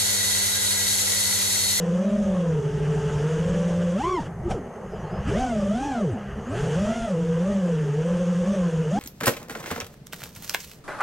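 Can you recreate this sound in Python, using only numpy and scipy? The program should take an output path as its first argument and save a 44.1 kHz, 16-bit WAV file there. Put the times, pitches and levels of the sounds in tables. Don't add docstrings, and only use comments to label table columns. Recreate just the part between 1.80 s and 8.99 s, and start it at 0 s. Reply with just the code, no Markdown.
import sys
import numpy as np
from scipy import signal
from scipy.fft import rfft, irfft, next_fast_len
from scipy.io import wavfile
from scipy.ndimage import uniform_filter1d, minimum_filter1d, map_coordinates

SR = 44100
rng = np.random.default_rng(int(sys.argv[2]) if len(sys.argv) > 2 else 0)


def wrap_up_sound(samples):
    columns = np.atleast_2d(samples).T
    tamed = np.clip(columns, -1, 1)
    steps = np.round(tamed * 32767).astype(np.int16)
    wavfile.write(sys.argv[1], SR, steps)


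def invert_db(level):
    return 10 ** (np.asarray(level, dtype=float) / 20)


N = 317079

# time_s, level_db
WIDTH = [(0, -40.5), (1.2, -43), (1.35, -74), (1.65, -78), (1.8, -55), (1.95, -77), (2.1, -56.5),
         (3.0, -49), (3.15, -60.5), (3.75, -57), (4.05, -72), (4.2, -56.5), (4.8, -72), (5.7, -83),
         (7.19, -94)]
# low_hz, high_hz
WIDTH_BANDS = [(300, 1200), (1200, 6200), (6200, 13500)]
# widest_db, share_of_change, drift_db_per_s
WIDTH_LAW = [(-47, 0.97, 1), (-62.5, 0.52, -0.1), (-63.5, 0.1, -1.5)]
# centre_hz, width_hz, level_db
WIDTH_LINES = [(397, 53, -5), (822, 65, -12), (1630, 38, -27), (2370, 90, -25.5), (3260, 130, -32.5),
               (5000, 570, -45.5), (7300, 1500, -45), (10000, 1700, -45.5)]

# time_s, microphone_wind_db, stirred_inflow_db
AIR = [(0, -42.5, -1), (.7, -42.5, -1.5), (1.3, -35.5, 4.5), (1.8, -37, 3.5), (2.15, -38.5, 0.5),
       (2.35, -37.5, -4), (2.58, -35.5, -19), (2.72, -32.5, -6.5), (2.9, -43, -11.5), (3.15, -38.5, -5.5),
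       (3.38, -36, 0.5), (3.5, -35, 2.5), (3.62, -34.5, 1.5), (4.38, -43, -2), (4.66, -35, -1),
       (4.85, -35, 7.5), (5.4, -41, -0.5), (6.15, -46.5, 1), (7.19, -40.5, 1.5)]
# frequency_hz, level_db_per_hz
BUFFET = [(12, -15), (28, -14.5), (54, -5.5), (100, -8.5), (140, -7), (190, -6.5), (300, -39), (400, -66)]
# frequency_hz, level_db_per_hz
THUMP = [(12, -8), (33, -1), (65, -5), (110, -28.5)]
# peak_s, over_calm_db, half_length_s
THUMPS = [
    (1.7, 18, .3),
    (2.42, 23, .08),
    (2.72, 29, 0.11),
    (3.58, 36, 0.19),
    (4.8, 18, .1),
    (5.22, 23, .1),
]
# frequency_hz, level_db_per_hz
SLIPSTREAM = [(530, -33), (900, -10), (1890, -8.5), (2130, -14), (2990, -34), (4060, -35), (6430, -29),
              (12300, -36.5), (15000, -63)]
# centre_hz, width_hz, level_db
CASE_RING = (6430, 110, -70)
# peak_s, change_db, half_length_s
RINGS = [
    (3.17, 3, .1),
    (3.49, 8, .08),
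    (4.75, 6, .07),
]
# frequency_hz, level_db_per_hz
FRAME = [(100, -11), (200, -1), (290, -17.5), (390, -0.5), (600, -5.5), (800, -8), (1000, -14.5),
         (1300, -12.5), (1900, -57.5)]
# peak_s, change_db, half_length_s
LULLS = [
    (3.55, 1, 0.11),
    (4.5, -4.5, 0.22),
]
# frequency_hz, level_db_per_hz
CHURN = [(900, -20.5), (1300, 1.5), (1600, 7), (2300, -7.5), (2950, 1.5), (3700, -22), (5000, -14.5)]
# frequency_hz, level_db_per_hz
WASH = [(1940, -6), (3300, 1), (4030, -12.5), (6340, -1), (8000, -8), (9340, -11.5), (10700, -22),
        (13900, -36), (15500, -59)]
# peak_s, change_db, half_length_s
CATCHES = [
    (2.42, 2.5, 0.085),
    (2.465, 8, 0.034),
    (2.71, 8.5, 0.05),
    (3.48, 6.5, 0.066),
    (3.6, 2, 0.091),
    (4.78, 3, 0.079),
    (7.19, -1.5, 0.1),
]

# time_s, shaft_hz
THROTTLE = [(0, 164.1), (1.0, 139.3), (1.4, 143.1), (1.6, 163.5), (2.375, 178.3), (2.45, 72.28),
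            (3.46, 69.83), (3.58, 190.4), (4.22, 188.1), (4.37, 66.26), (4.68, 78.3), (4.805, 143.6),
            (5.5, 162.5), (6.3, 173.4), (6.8, 172.2), (7.09, 152.6), (7.19, 288.5)]
# peak_s, faster_percent, rise_s, fall_s
BLIPS = [(.4, 29, 0.4, 0.48), (1.6, -3.5, .12, 0.13), (2.235, 3, 0.055, .05), (2.3, 108, 0.17, 0.29),
         (3.64, 33, .14, 0.19), (3.79, 2, 0.085, 0.098), (3.87, 1, 0.074, 0.051), (4.06, 48.5, .2, 0.21),
         (4.55, -6, 0.1523, 0.1006), (4.995, 11, .055, .11), (5.18, 53.5, 0.29, .2),
         (5.71, 19.5, .13, 0.21), (5.27, 6, 0.0804, 0.0904), (5.9, 3.5, 0.096, 0.075), (6.0, -10, 0.21, .2),
         (6.08, -4.5, 0.072, 0.15), (6.17, -12, 0.21, .14), (6.73, 14, .11, 0.11)]
PACE = [.955, 1.001, 1.045, 1.02]
# peak_s, faster_percent, rise_s, fall_s
TRIMS = [
    [(1.6, -4, 2.08, 0.57), (1.2, 4, 0.3003, 0.2983), (2.3, 3, 0.1002, 0.0805), (2.44, -28, 0.079, .12),
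     (4.87, -5, 0.0836, 0.1)],
    [(1.2, 3, 0.29, 0.29), (2.425, 56.2, .04, 0.13), (2.67, 29.8, 0.05287, 0.046), (2.714, 90, 0.029, 0.02),
     (2.74, 85, 0.06, 0.068)],
    [(.28, 4.003, .15, 0.11), (1.75, 4, 0.22, 0.23), (2.0, 8, 0.52, .2), (2.3, 0.992, 0.11, 0.095),
     (2.72, 250, 0.038, .05), (3.52, 18, 0.057, 0.083), (3.68, -3, .1, .15), (5.2, -3, .15, .1),
     (4.87, 7.1, 0.079, 0.1)],
    [(0, 4, 0.078, 0.11), (.62, -3, 0.31, .15), (1.1, 6, 0.36, 0.39), (2.3, -1, 0.2, 0.066),
     (2.415, -22, 0.026, 0.072), (2.5, 90, 0.049, 0.1095), (3.83, 4, 0.091, 0.059),
     (3.96, -8, 0.086, 0.058), (4.06, 2, 0.044, .05), (4.14, -5, 0.047, .05), (4.23, 4.5, 0.095, 0.11),
     (4.78, -7, 0.07, 0.047), (4.87, -14, 0.072, 0.061), (5.0, -5, 0.12, 0.099), (5.2, -5.5, 0.14, 0.085),
     (5.31, 2, 0.058, 0.072), (5.45, 4.5, 0.097, 0.12), (5.9, 2, 0.095, .1), (6.95, -3, .1, 0.093),
     (7.12, -11, 0.049, 0.032), (6.05, 3, 0.22, 0.18), (7.19, -22.5, 0.12, 0.092)],
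]
# peak_s, faster_percent, rise_s, fall_s
IDLING = [
    [(2.8, -9, .3, .6), (3.2, -11.5, .17, .3), (3.26, -14, .06, .12)],
    [(2.62, 30, .17, .45), (3.3, -17, .08, .2)],
    [(3.28, 9, .6, .14)],
    [(3.27, -19, .13, .15)],
]

# shaft_hz, level_db
MOUNT = [(78, -63), (95, -27), (125, -31), (155, -25), (195, -23.5), (235, -30), (260, -31), (365, -28)]
# peak_s, change_db, half_length_s
SHAKE_DIPS = [
    (0.813, -14, 0.019),
    (0.921, -16, 0.025),
    (2.23, -8, 0.06),
    (2.424, -9, .05),
    (2.598, -40, 0.15),
    (3.4, -13, 0.095),
    (4.58, -18, 0.18),
    (5.2, -5.5, 0.079),
    (5.27, -12, 0.061),
]
# peak_s, change_db, half_length_s
RATTLES = [
    (3.68, 13, 0.16),
    (4.17, 5, .12),
]
# time_s, faster_percent, relative_db
PARTNER = [(0, 12.7, -12), (.25, 7.42, -4.5), (.4, 6.78, -2.5), (.6, 12.07, -12), (1.0, 8.99, -7),
           (1.45, 6.98, -7), (1.75, 12.96, -8), (1.9, 10.1, -11), (2.1, 12.06, -15), (2.3, 7, -7),
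           (4.78, 8, -12.5), (4.86, 29.1, 4), (4.92, 23.9, -9), (4.97, 8.1, -9), (5.2, 6.07, -3),
           (5.4, 5.7, -12), (5.75, 7.16, -10.5), (5.95, 6.83, -15), (6.2, 7.83, -13), (6.4, 7.01, -13),
           (6.65, 6.16, -5.5), (6.8, 3.87, 0), (6.95, 9, -9.5), (7.1, 8, -12), (7.15, 22, -13),
           (7.19, 38, -2)]

# shaft_order, relative_to_blade_tone_db
ORDERS = [(2, -17), (3, 0), (4, -20), (6, -13.5), (7, -32), (9, -21.5), (12, -27.5), (15, -30), (18, -33.5),
          (21, -38)]
# blade_tone_re_near_db, once_a_turn_re_blade_db
PLACE = [
    (-5, -2),
    (0.5, -30),
    (-4.5, -3.5),
]
BRIGHT = [-6, -2.5, 1.5]
# peak_s, change_db, half_length_s
BITE = [(2.28, 2.5, 0.18), (2.42, -12, 0.052), (2.55, -30, 0.11), (2.65, 0.5, 0.047), (2.7, -11, 0.019),
        (2.735, -13, 0.017), (2.765, -3, 0.02), (2.95, -5, 0.16), (3.3, -5, 0.085), (3.5, 4, 0.17),
        (3.68, 1.5, 0.11), (4.52, 3, 0.12), (4.88, 0.5, 0.096), (7.1, -0.5, 0.11)]
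# peak_s, change_db, half_length_s
GRIPS = [
    [(4.1, -4, .15), (5.9, -3, .4), (2.64, -13, .05), (2.73, 13, 0.031), (3.05, 4, .25), (3.25, 14, .08),
     (3.42, -15, 0.074), (5.2, -2, 0.064)],
    [(4.16, 3, .1), (5.4, 3, .1), (7.14, 3, .06), (2.47, -4, .04), (2.665, 4, .03), (2.705, -8, 0.019),
     (2.76, 4, .03), (2.85, -6, .05), (3.1, -13, 0.23), (3.36, 2, 0.094)],
    [(.28, 1, 0.095), (.72, 4.5, 0.074), (1.5, 7.5, 0.11), (2.31, -1, .04), (2.64, -12, .05),
     (2.718, 6, 0.02), (3.1, -16, 0.39), (3.38, -9, 0.13), (4.52, -2, 0.21), (4.87, 2, 0.061),
     (5.36, 4.5, 0.071)],
]
# peak_s, overtones_db, half_length_s
EDGE = [
    (.4, -4, .3),
    (1.2, 4, .35),
    (2.425, 10, .03),
    (2.64, -7, .06),
    (3.52, 8, .07),
    (4.6, 13, .1),
    (4.745, 13, .06),
    (5.15, 2, .15),
    (6.45, -4, .3),
]
# frequency_hz, gain_db
PASSAGE = [(30, 0), (1500, 0), (2400, -3), (3400, 2), (4000, -5), (4700, -2), (6000, 1), (9000, -4)]
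# frequency_hz, level_db
WHISTLE = [(3000, -91.5), (4500, -70), (5500, -71), (6500, -65.5), (8000, -63), (11500, -82), (13000, -110)]
# time_s, level_db
DRIVE = [(2.75, -16), (2.95, -7), (3.12, 5), (3.25, 1), (3.36, 8), (3.5, 8), (3.6, -14), (4.25, -14),
         (4.33, 2), (4.42, -3), (4.52, -6), (4.62, 2), (4.76, 5)]
# peak_s, change_db, half_length_s
SURGES = [
    [(3.14, 2, .12), (3.25, 1, .05), (3.4, -16, .1)],
    [(3.14, -9, .12), (3.25, 1, .04), (3.36, 2, .1)],
    [(3.1, -7, .25), (3.38, -14, .12), (4.52, -6, .2)],
]

LOADED_HZ = 132
HOVER_HZ, FULL_HZ = 167.3, 296.7


def unit(x):
    return x / np.sqrt(np.mean(x ** 2) + 1e-20)


def curves(rows, smooth_s=.002):
    s, *cols = np.transpose(rows)
    t = np.arange(N) / SR
    width = int(smooth_s * SR) + 1
    return [uniform_filter1d(np.interp(t, s, c), width) for c in cols]


def moments(rows):
    t = np.arange(N) / SR
    return sum(db * np.clip(1 - np.abs(t - s) / half, 0, 1) for s, db, half in rows)


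def swells(rows):
    t, factor = np.arange(N) / SR, np.ones(N)
    for s, percent, rise, fall in rows:
        away = np.clip(np.where(t < s, (s - t) / rise, (t - s) / fall), 0, 1)
        factor *= 1 + percent / 100 * np.cos(np.pi / 2 * away) ** 2
    return factor


def wobble(rate):
    knots = rng.standard_normal(int(N * rate / SR) + 4)
    return map_coordinates(knots, [np.arange(N) * rate / SR])


def noise(gain, patchy_db=0.):
    z = signal.stft(rng.standard_normal(N), nperseg=512)[2]
    field = uniform_filter1d(rng.standard_normal(z.shape), 6, 0)
    field = uniform_filter1d(field, 8, 1)
    x = signal.istft(z * invert_db(patchy_db * unit(field)), nperseg=512)[1][:N]
    m = next_fast_len(N + 8192)
    spectrum = rfft(x, m) * gain(np.fft.rfftfreq(m, 1 / SR))
    return unit(irfft(spectrum, m)[:N])


def colour(points):
    f, db = np.transpose(points)
    return lambda hz: invert_db(np.interp(np.log(hz + 1), np.log(f), db, -120, -120))


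def angle(hz, hunt):
    return 2 * np.pi * (np.cumsum(hz * (1 + hunt * wobble(30))) / SR + rng.random())


def octaves_under_load(hz):
    return np.log2(np.minimum(hz / LOADED_HZ, 1))


def channel_difference():
    def lines(f):
        return sum(invert_db(db) / (1 + ((f - hz) / width) ** 4) for hz, width, db in WIDTH_LINES)

    low_db, = curves(WIDTH)
    t, side = np.arange(N) / SR, np.zeros(N)
    for (db, share, drift), (lo, hi) in zip(WIDTH_LAW, WIDTH_BANDS):
        level_db = db + share * (low_db - low_db.max()) + drift * t
        band = noise(lambda f: lines(f) * (f > lo) * (f < hi), patchy_db=3.5)
        side += invert_db(level_db) * band
    return side


def wind(buffet_db):
    buffet = invert_db(buffet_db + 3.4 * wobble(11)) * noise(colour(BUFFET), patchy_db=0.5)
    thump = invert_db(-60.5 + moments(THUMPS)) * noise(colour(THUMP))
    return buffet + thump


def camera_case():
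    hz, width, ring_db = CASE_RING
    level_db = ring_db + 2.5 * wobble(25) + moments(RINGS)
    ring = invert_db(level_db) * noise(lambda f: 1 / (1 + ((f - hz) / width) ** 2))
    slipstream = invert_db(-53.0 + 0.35 * wobble(22)) * noise(colour(SLIPSTREAM), patchy_db=1.0)
    return ring + slipstream


def frame_hum(hum_db):
    return invert_db(hum_db + .8 * wobble(20) + moments(LULLS)) * noise(colour(FRAME), patchy_db=2.5)


def prop_wash(churn_db, wash_db, beat):
    gust = wobble(4.9)
    chop = 1 + 0.12 * beat
    churn_db = churn_db - 3.0 + 0.21 * gust + 1.4 * wobble(40)
    wash_db = wash_db + 0.28 * gust + 0.31 * wobble(30)
    churn = invert_db(churn_db) * noise(colour(CHURN), patchy_db=1.0)
    wash = invert_db(wash_db) * noise(colour(WASH), patchy_db=1.5)
    return chop * (churn + wash)


def stirring(hz):
    wind_db, inflow_db = curves(AIR)
    inflow_db = inflow_db + moments(CATCHES)
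    lag = 1 / (0.044 * SR)
    speeding_up = np.maximum(SR * np.gradient(np.log(hz)), 0)
    spool_db = np.clip(0.5 * signal.lfilter([lag], [1, lag - 1], speeding_up), 0, 11)
    over_hover = np.log2(np.maximum(hz / HOVER_HZ, 1))
    churn_db = -46 - 4.5 * over_hover + inflow_db + 0.49 * spool_db
    wash_db = churn_db - 5 + 9.5 * np.log2(np.minimum(hz, FULL_HZ) / HOVER_HZ) + 0.2 * spool_db
    hum_db = -39 + 0.28 * (wind_db - wind_db.mean()) + 0.22 * inflow_db + 0.76 * spool_db
    hum_db += -3 * over_hover - 2.5 * octaves_under_load(hz)
    return wind_db + .6 * spool_db, churn_db, wash_db, hum_db


def air(beat, hz):
    buffet_db, churn_db, wash_db, hum_db = stirring(hz)
    return wind(buffet_db) + camera_case() + frame_hum(hum_db) + prop_wash(churn_db, wash_db, beat)


def shafts():
    asked = curves(THROTTLE, smooth_s=0.022)[0] * swells(BLIPS)
    return [asked * pace * swells(trim + idle) for pace, trim, idle in zip(PACE, TRIMS, IDLING)]


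def shake(hz):
    f, mount_db = np.transpose(MOUNT)
    turn = angle(hz, hunt=0.0065)
    octave = invert_db(-19.5 + 2.2 * wobble(22)) / (1 + ((2 * hz - 410) / 50) ** 2) + invert_db(-51)
    octave += invert_db(-24) / (1 + ((2 * hz - 520) / 70) ** 2)
    octave *= invert_db(moments(RATTLES))
    faster, partner_db = curves(PARTNER)
    partner_turn = angle(hz * (1 + faster / 100), hunt=0.0098)
    partner = invert_db(partner_db + 0.77 * wobble(10)) * np.sin(partner_turn)
    level = np.sqrt(2) * invert_db(np.interp(hz, f, mount_db) + moments(SHAKE_DIPS))
    return level * (np.sin(turn) + octave * np.sin(2 * turn) + partner)


def magnet_whistle(turn, hz, far_db, surge):
    cogging = 84
    rough = 1.05 * wobble(130)
    drive_db, = curves(DRIVE)
    level_db = drive_db + moments(surge) + .4 * far_db + 4.2 * wobble(30)
    return colour(WHISTLE)(cogging * hz) * invert_db(level_db) * np.sin(cogging * turn + rough)


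def blade_tones(turn, hz, level_db, lump_db, upper_db):
    load_db = np.clip(12 * np.log2(hz / 210), -5, .8)
    load_db += np.clip(.6 * SR * np.gradient(np.log(hz)), 0, .4)
    slack = -octaves_under_load(hz)
    slack_db = {1: -9, 2: 9.5}
    overtone_db, through = upper_db + moments(EDGE), colour(PASSAGE)
    smear = .02 * wobble(90)
    tones = np.zeros(N)
    for order, db in [(1, lump_db), *ORDERS]:
        above = np.log2(max(order / 3, 1))
        sharp_db = load_db * above + (order > 3) * overtone_db
        sharp_db += slack * slack_db.get(order, 0)
        flutter_db = (2.0 + 1.1 * above) * wobble(25)
        level = np.sqrt(2) * invert_db(level_db + db + sharp_db + flutter_db) * through(order * hz)
        tones += level * np.sin(order * (turn + smear))
    return tones


def rotors(speeds):
    inflow_db = curves(AIR)[1]
    fade = 6 - .6 * inflow_db
    blade_db = -33.5 + moments(BITE) + octaves_under_load(speeds[1]) * fade
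    tones, beat = np.zeros(N), np.zeros(N)
    for hz, (far_db, lump_db), surge, grip, upper_db in zip(speeds, PLACE, SURGES, GRIPS, BRIGHT):
        turn = angle(hz, hunt=.013)
        level_db = blade_db + moments(grip) + far_db + 0.5 * wobble(5.2)
        tones += blade_tones(turn, hz, level_db, lump_db, upper_db)
        tones += magnet_whistle(turn, hz, far_db, surge)
        beat += np.cos(3 * turn)
    return tones, beat


def scene():
    *speeds, loose = shafts()
    tones, beat = rotors(speeds)
    middle = tones + shake(loose) + air(beat, speeds[1])
    side = channel_difference()
    return np.array([middle + side, middle - side])


def roll_off(x):
    return signal.sosfilt(signal.butter(12, 15610, fs=SR, output="sos"), x)


def record(dry):
    limit, hold = .19, int(.012 * SR) + 1
    room = np.minimum(limit / (np.abs(dry).max(0) + 1e-9), 1)
    held = dry * uniform_filter1d(minimum_filter1d(room, hold), hold)
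    top, hard = .185, 5
    soft = held / (1 + np.abs(held / top) ** hard) ** (1 / hard)
    return roll_off(soft)


dry = scene()
out = record(dry)
wrap_up_sound(out)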